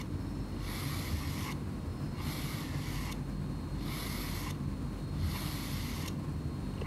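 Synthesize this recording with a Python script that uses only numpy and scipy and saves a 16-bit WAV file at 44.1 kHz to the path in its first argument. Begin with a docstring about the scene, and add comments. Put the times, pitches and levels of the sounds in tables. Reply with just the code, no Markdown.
"""A cat is groomed close to the microphone in a tiled room. A plastic pin brush flicks out of the coat;
farther off, ventilation hums and faint night insects sing throughout. Four slow strokes follow:
the loose head ticks, hairs slip past the pins and ring the pad and hollow head, the hand slows over
the hip, then at the rump the head tilts and scrapes and the last pins flick free.
At the end the brush knocks down on the cat's back for a fifth."""
import sys
import numpy as np
from scipy import signal
from scipy.fft import rfft, irfft, next_fast_len
from scipy.io import wavfile
from scipy.ndimage import uniform_filter1d, map_coordinates

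SR = 44100
rng = np.random.default_rng(int(sys.argv[2]) if len(sys.argv) > 2 else 0)


def transcribe(signal):
    """Save signal, clipped to [-1, 1], as a 16-bit WAV file at the path in sys.argv[1]."""
    frames = np.atleast_2d(signal).T
    limited = np.clip(frames, -1, 1)
    pcm = np.round(limited * 32767).astype(np.int16)
    wavfile.write(sys.argv[1], SR, pcm)


N = 302526


def amp(db):
    """Decibels to gain."""
    return 10 ** (np.asarray(db) / 20)


def unit(x):
    """Scale to rms 1."""
    return x / np.sqrt(np.mean(abs(x) ** 2) + 1e-20)


def clock():
    """The time of every sample, in seconds."""
    return np.arange(N) / SR


def swell(centre_s, half_s):
    """A bell-shaped rise and fall; its half length is one standard deviation."""
    return np.exp(-.5 * ((clock() - centre_s) / half_s) ** 2)


def swells_db(rows):
    """A level curve in dB, one bell for each row of centre_s, half_s, height_db."""
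    return sum(db * swell(s, half) for s, half, db in rows)


def wobble(rate):
    """A smooth random curve of rms 1, rate knots a second."""
    knots = rng.standard_normal(int(N * rate / SR) + 4)
    return unit(map_coordinates(knots, [clock() * rate], mode="nearest"))


def filtered(x, response):
    """x through a gain that is a function of frequency."""
    size = next_fast_len(N + SR // 2)
    return irfft(rfft(x, size) * response(np.fft.rfftfreq(size, 1 / SR)), size)[:N]


def coloured(x, points):
    """x through a spectrum of frequency_hz, level_db points on a log axis; rms 1."""
    f, db = np.transpose(points)
    return unit(filtered(x, lambda hz: amp(np.interp(np.log(hz + 1), np.log(f), db))))


def rung(x, modes):
    """x through a body's resonances, with the power of white noise kept."""
    def peaks(f):
        return sum(amp(db) * (1j * f * width / (hz * hz - f * f + 1j * f * width)) ** 2
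                   for hz, width, db in modes)
    return filtered(x, lambda f: unit(peaks(f)))


def band(hz, width_hz):
    """A fuzzy tone of rms 1 whose centre may move."""
    phase = 2 * np.pi * np.cumsum(hz * np.ones(N)) / SR
    return unit(wobble(width_hz) * np.cos(phase) + wobble(width_hz) * np.sin(phase))


def bursts(events, rise_s, fall_s):
    """A quick rise and dying away for every contact."""
    ages = [(np.maximum(clock() - s, 0), db) for s, db in events]
    return sum(amp(db) * (1 - np.exp(-age / rise_s)) * np.exp(-age / fall_s) for age, db in ages)


def slips(rate, clump_db, clump_rate):
    """Tiny random impulses of hairs slipping off pins, rate a second, bunched by tufts."""
    grains = (rng.random(N) < rate / SR) * rng.standard_normal(N)
    return unit(grains * amp(clump_db * wobble(clump_rate)))


def patchy(x, depth_db):
    """Tufts of different stiffness colour the sound from moment to moment."""
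    spectra = signal.stft(x, nperseg=1024)[2]
    patches = uniform_filter1d(rng.standard_normal(spectra.shape), size=5, axis=0)
    patches = uniform_filter1d(patches, size=5, axis=1)
    return signal.istft(spectra * amp(depth_db * unit(patches)), nperseg=1024)[1][:N]


# Strokes along the back, each level relative within its layer:
# touch_s, lift_s, sink_s, rustle_db, sheen_db, pad_db, hollow_db, rasp_db, scrape_db
STROKES = [(-0.9, 0.016, 0.26, -51, -55, -48, -54, -55, -40),
           (0.52, 1.520, 0.25, -48.8, -50.6, -51, -54, -56.5, -36.7),
           (2.11, 3.123, 0.21, -49.8, -52.3, -51.5, -55.5, -58.5, -39.5),
           (3.70, 4.505, 0.32, -49, -49, -50.7, -53, -52.5, -40),
           (5.08, 6.080, 0.33, -49.4, -50.1, -53.2, -58, -53, -45)]
# The hand slows over the hip: centre_s, half_s, speed_loss_db
HESITATIONS = [(1.22, 0.09, 2.0), (2.74, 0.085, 4.2), (5.85, 0.09, 0.6)]
def stroking():
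    """Pin depth sets five layer gains; also gives hand speed (dB) and the way from back to rump (0-1)."""
    t = clock()
    rustle = sheen = pad = hollow = rasp = way = 0
    tilt_db, release_s, slowing_db = -2.6, 0.008, 2.6
    for touch, lift, sink, rustle_db, sheen_db, pad_db, hollow_db, rasp_db, _ in STROKES:
        # the pins sink in gradually, thin out as the head tilts, and leave all at once
        depth = np.sin(np.pi / 2 * np.clip((t - touch) / sink, 0, 1)) ** 2
        tilt = amp(tilt_db * swell(lift - 0.022, half_s=0.02))
        release = np.exp(-(np.maximum(t - lift, 0) / release_s) ** 2)
        contact = depth * tilt * release
        rustle += amp(rustle_db) * contact
        sheen += amp(sheen_db) * contact ** 1.7
        pad += amp(pad_db) * contact ** 1.15
        hollow += amp(hollow_db) * contact
        rasp += amp(rasp_db) * contact ** 0.8  # the tips rasp from the first touch
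        way = np.where(t > touch, np.interp(t, [touch, lift], [0, 1]), way)
    speed_db = -slowing_db * way ** 2 - swells_db(HESITATIONS)
    return rustle, sheen, pad, hollow, rasp, speed_db, way


# Close modes of the pin pad: offset_hz, width_hz, relative_db
PAD_MODES = [(-195, 220, -3), (-30, 160, 0), (125, 160, -2)]
def pad_ring(hz):
    """The pad's modes flutter in level and wander in pitch as tufts tug at it; rms 1."""
    flutter_db, wander_hz = 1.5, 24
    return unit(sum(amp(db + flutter_db * wobble(16)) * band(hz + offset + wander_hz * wobble(12), width)
                    for offset, width, db in PAD_MODES))


# Spectra of the back's deep coat, the rump's thinner coat and fine hairs: frequency_hz, relative_db
BACK_SPECTRUM = [(250, -25), (500, -2), (750, -2.5), (1150, -0.5), (1650, -5.5), (2600, -6.5), (3400, -2.5),
                 (4200, -0.5), (5200, -5), (7000, -11.5), (9500, -18), (15000, -53)]
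RUMP_SPECTRUM = [(250, -25), (500, -7), (750, -1.5), (1050, 3), (1600, -4), (2500, 0), (2850, 2),
                 (4000, -3.5), (5100, 0.8), (7000, -5.3), (9500, -11.5), (15000, -31)]
SHEEN_SPECTRUM = [(6000, -32), (9500, -10.5), (11200, 3.5), (12700, 0.5), (13600, -10), (15500, -69)]
# Modes of the pins while they comb: pitch_hz, width_hz, relative_db
RASP_MODES = [(3620, 420, 0), (4300, 620, 1), (4950, 380, -4)]
def brushing():
    """Close up, hairs rustle, hiss and rasp on the pins; pad and head ring lower as the hand slows."""
    rustle, sheen, pad, hollow, rasp, speed_db, way = stroking()
    speed = amp(speed_db)
    pad_hz, hollow_hz = 2135 + 25 * speed_db, 1180 + 55 * speed_db
    hairs = patchy(slips(rate=17000, clump_db=0.55, clump_rate=150), depth_db=1.9)
    tips = slips(rate=6500, clump_db=1.2, clump_rate=90)
    coat = (1 - way ** 2) * coloured(hairs, BACK_SPECTRUM) + way ** 2 * coloured(hairs, RUMP_SPECTRUM)
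    body = amp(2.2) * rustle * speed * coat
    hiss = amp(-0.7) * sheen * speed ** 2.4 * coloured(hairs, SHEEN_SPECTRUM)
    scratch = rasp * speed ** 1.2 * unit(rung(tips, RASP_MODES))
    ring = pad * speed * pad_ring(pad_hz)
    head = hollow * speed ** 2 * band(hollow_hz, width_hz=380)
    return body + hiss + scratch + ring + head


# The motor tone sags: centre_s, half_s, drop_db
MOTOR_SAGS = [(1.65, 0.45, 14), (2.6, 0.08, 8), (6.25, 0.3, 8)]
# The boom swells: centre_s, half_s, rise_db
BOOM_SWELLS = [(1.12, 0.2, 7), (1.9, 0.08, 4), (5.25, 0.06, 10), (6.3, 0.17, 5)]
# A low hum near 145 Hz grows louder and softer: centre_s, half_s, change_db
LOW_HUM_SWELLS = [(0.1, 0.4, -3), (1.7, 0.12, -4), (2.35, 0.15, 3), (2.82, 0.12, 6.5), (3.52, 0.08, 5),
                  (6.0, 0.3, 3)]
# Spectra of the low rumble and the moving air: frequency_hz, relative_db
RUMBLE_SPECTRUM = [(25, -41), (36, -23), (47, -3), (64, -9.5), (85, -6.5), (113, -5.5), (142, -3),
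                   (172, -9), (280, -7.7), (330, -13.7), (400, -20.5), (600, -34.5), (1200, -72)]
AIR_SPECTRUM = [(200, -5), (480, 4), (700, -1.5), (1050, 0.5), (1400, -5.5), (1900, -9.3), (2800, -12.5),
                (3400, -17), (4600, -16), (6000, -20.5), (9000, -20.5), (15500, -28.5)]
# Steady motor and duct tones: pitch_hz, width_hz, level_db
HUM_TONES = [(195.1, 6, -50.3), (242.2, 6, -55.5), (300.5, 5, -54.5), (349.2, 6, -62), (1075, 18, -67)]
def ventilation():
    """Room tone behind the cat: a motor, a duct's boom, a low hum, rumble and a fluttering rush of air."""
    motor_db = -42.5 - swells_db(MOTOR_SAGS) + 1.8 * wobble(14)
    motor_hz = 48.6 + 1.25 * wobble(7)
    motor = amp(motor_db) * np.sin(2 * np.pi * np.cumsum(motor_hz) / SR)
    boom = amp(-46.5 + swells_db(BOOM_SWELLS)) * band(hz=85, width_hz=28)
    rumble = amp(-40.5) * coloured(rng.standard_normal(N), RUMBLE_SPECTRUM)
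    air = amp(-51.9 + 0.8 * wobble(45)) * coloured(rng.standard_normal(N), AIR_SPECTRUM)
    tones = sum(amp(db) * band(hz, width) for hz, width, db in HUM_TONES)
    low_hum = amp(-46 + swells_db(LOW_HUM_SWELLS)) * band(hz=145, width_hz=24)
    return motor + boom + low_hum + rumble + air + tones


# Voices of the insect chorus: pitch_hz, width_hz, relative_db
CHORUS_BANDS = [(4280, 150, -79), (3770, 170, -74.5), (4030, 300, -78), (8620, 380, -77)]
# The chorus swells: centre_s, half_s, rise_db
CHORUS_SWELLS = [(0.52, 0.12, 2.8), (2.25, 0.18, 3), (3.68, 0.18, 4.5), (5.08, 0.11, 5.5), (5.5, 0.2, 4.5),
                 (6.7, 0.14, 5.2)]
# Single insect calls: centre_s, half_s, pitch_hz, level_db
INSECT_CALLS = [(0.34, 0.15, 5340, -67.5), (2.02, 0.12, 5180, -68)]
def insects():
    """Far from the microphone, a thin night chorus around one wavering trill, and two nearer calls."""
    trill_db = -64.8 + 1.3 * wobble(22)
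    trill_hz = 4255 + 5 * wobble(45)
    trill = amp(trill_db) * np.sin(2 * np.pi * np.cumsum(trill_hz) / SR)
    chorus = trill + sum(amp(db) * band(hz, width) for hz, width, db in CHORUS_BANDS)
    calls = sum(amp(db) * swell(s, half) * band(hz, width_hz=200) for s, half, hz, db in INSECT_CALLS)
    return amp(-1.4 + swells_db(CHORUS_SWELLS)) * chorus + calls


# Modes of the hollow head: pitch_hz, width_hz, relative_db
HEAD_MODES = [(890, 110, -2.5), (1028, 150, 4.5), (2066, 330, -5.5), (2160, 140, -7.5), (2770, 170, -6),
              (3420, 400, -30)]
def scraping(rows):
    """With few pins in the coat, coarser slips ring the head; rows are centre_s, half_s, level_db."""
    force = sum(amp(db) * swell(s, half) for s, half, db in rows)
    return rung(force * slips(rate=4000, clump_db=0.6, clump_rate=160), HEAD_MODES)


def tilting():
    """Just before each lift the tilted head drags softly, then scrapes."""
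    rows = []
    for _, lift, *_, scrape_db in STROKES:
        drag = (lift - 0.1, 0.05, scrape_db - 8.5)
        scrape = (lift - 0.029, 0.019, scrape_db)
        rows += [drag, scrape]
    return amp(-5.0) * scraping(rows)


# Tufts of pins leave the coat: start_s, relative_db
FLICKS = [(0.012, -42), (1.513, -49), (1.520, -44), (3.116, -43.5), (3.122, -40), (4.502, -44.5),
          (4.507, -43), (6.060, -41.5), (6.076, -39.5), (6.081, -39)]
# Modes of the freed pins: pitch_hz, width_hz, relative_db
PIN_MODES = [(1100, 450, -6), (2150, 330, 0), (2850, 600, 3), (3620, 280, 6), (4400, 560, 1.5),
             (5960, 2000, 1.5), (8300, 1800, -5), (11500, 1600, -4.5)]
def flicking():
    """The last pins rip free, rung by a short burst of hair slips."""
    force = bursts(FLICKS, rise_s=0.0013, fall_s=0.0038)
    rips = force * slips(rate=11000, clump_db=1.2, clump_rate=600)
    return amp(4.5) * rung(rips, PIN_MODES)


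# Pings of single pins: start_s, pitch_hz, relative_db
PLUCKS = [(0.013, 4200, -42), (1.514, 5900, -43), (1.522, 4200, -41), (3.124, 6100, -41),
          (4.501, 6300, -42), (4.508, 3550, -41), (6.061, 5900, -43), (6.082, 3575, -35.5),
          (6.082, 5560, -38)]
def plucking():
    """Single bent pins spring back, each with its own short ping."""
    return sum(bursts([(s, db)], rise_s=0.001, fall_s=0.0028) * np.sin(2 * np.pi * hz * (clock() - s))
               for s, hz, db in PLUCKS)


# Ticks of the head in its mount: start_s, level_db
HEAD_TICKS = [(0.524, -51), (0.565, -51), (0.606, -49), (0.647, -45.5), (2.193, -48), (2.203, -47),
              (2.281, -45), (3.074, -47), (3.086, -46), (3.808, -48), (3.888, -50), (4.549, -52),
              (5.348, -44), (6.060, -39), (6.738, -49), (6.777, -46), (6.784, -50), (6.814, -40),
              (6.817, -41.5)]
# Modes of the handle: pitch_hz, relative_db, t60_s
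HANDLE_MODES = [(453, -2, 0.02), (1120, -1, 0.022), (1950, -8, 0.02), (2820, 0, 0.02), (4900, -10, 0.012)]
def rattling():
    """The loose head ticks as the brush lands, pulls and lifts, ringing the handle differently each time."""
    ticks, t = np.zeros(N + SR), np.arange(SR // 10) / SR
    detune_share, scatter_db = 0.015, 1.5
    for s, db in HEAD_TICKS:
        for hz, mode_db, t60 in HANDLE_MODES:
            detune, scatter = rng.standard_normal(2)
            decay = amp(db + mode_db + scatter_db * scatter - 60 * t / t60)
            pitch_hz = hz * (1 + detune_share * detune)
            ticks[round(s * SR):][:len(t)] += decay * np.sin(2 * np.pi * pitch_hz * t)
    return ticks[:N]


# Snags in the coat: centre_s, half_s, level_db
CATCHES = [(2.165, 0.02, -53), (2.205, 0.012, -47), (5.35, 0.012, -45), (6.857, 0.008, -43)]
def catching():
    """The head catches in the coat with a brief scrape as it sets off."""
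    return scraping(CATCHES)


# Knocks of the pad: start_s, level_db
PAD_KNOCKS = [(6.780, -36), (6.819, -27)]
def landing():
    """The pad settles on the cat's back with two dull knocks."""
    pitch_hz, decay_s = 450, 0.003
    ages = [(np.maximum(clock() - s, 0), db) for s, db in PAD_KNOCKS]
    return sum(amp(db) * np.sin(2 * np.pi * pitch_hz * age) * np.exp(-age / decay_s) for age, db in ages)


def room(x):
    """A short wash from tiles and wall reaches the microphone just after the direct sound."""
    t = np.arange(SR // 2) / SR
    t60_s, delay_s, wet_db = .3, .003, -12.5
    tail = rng.standard_normal(len(t)) * amp(-60 * t / t60_s) * (t > delay_s)
    return amp(wet_db) * signal.fftconvolve(x, tail / np.linalg.norm(tail))[:N]


def scene():
    """From one spot beside the cat: the brush and its reflections, ventilation and insects behind."""
    brush = brushing() + tilting() + flicking() + plucking() + rattling() + catching() + landing()
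    return (brush + room(brush) + ventilation() + insects())[None]


def record(dry):
    """A mono phone microphone keeps nothing above its band limit."""
    top_hz = 15700
    return filtered(dry[0], lambda hz: hz < top_hz)[None]


dry = scene()
out = record(dry)
transcribe(out)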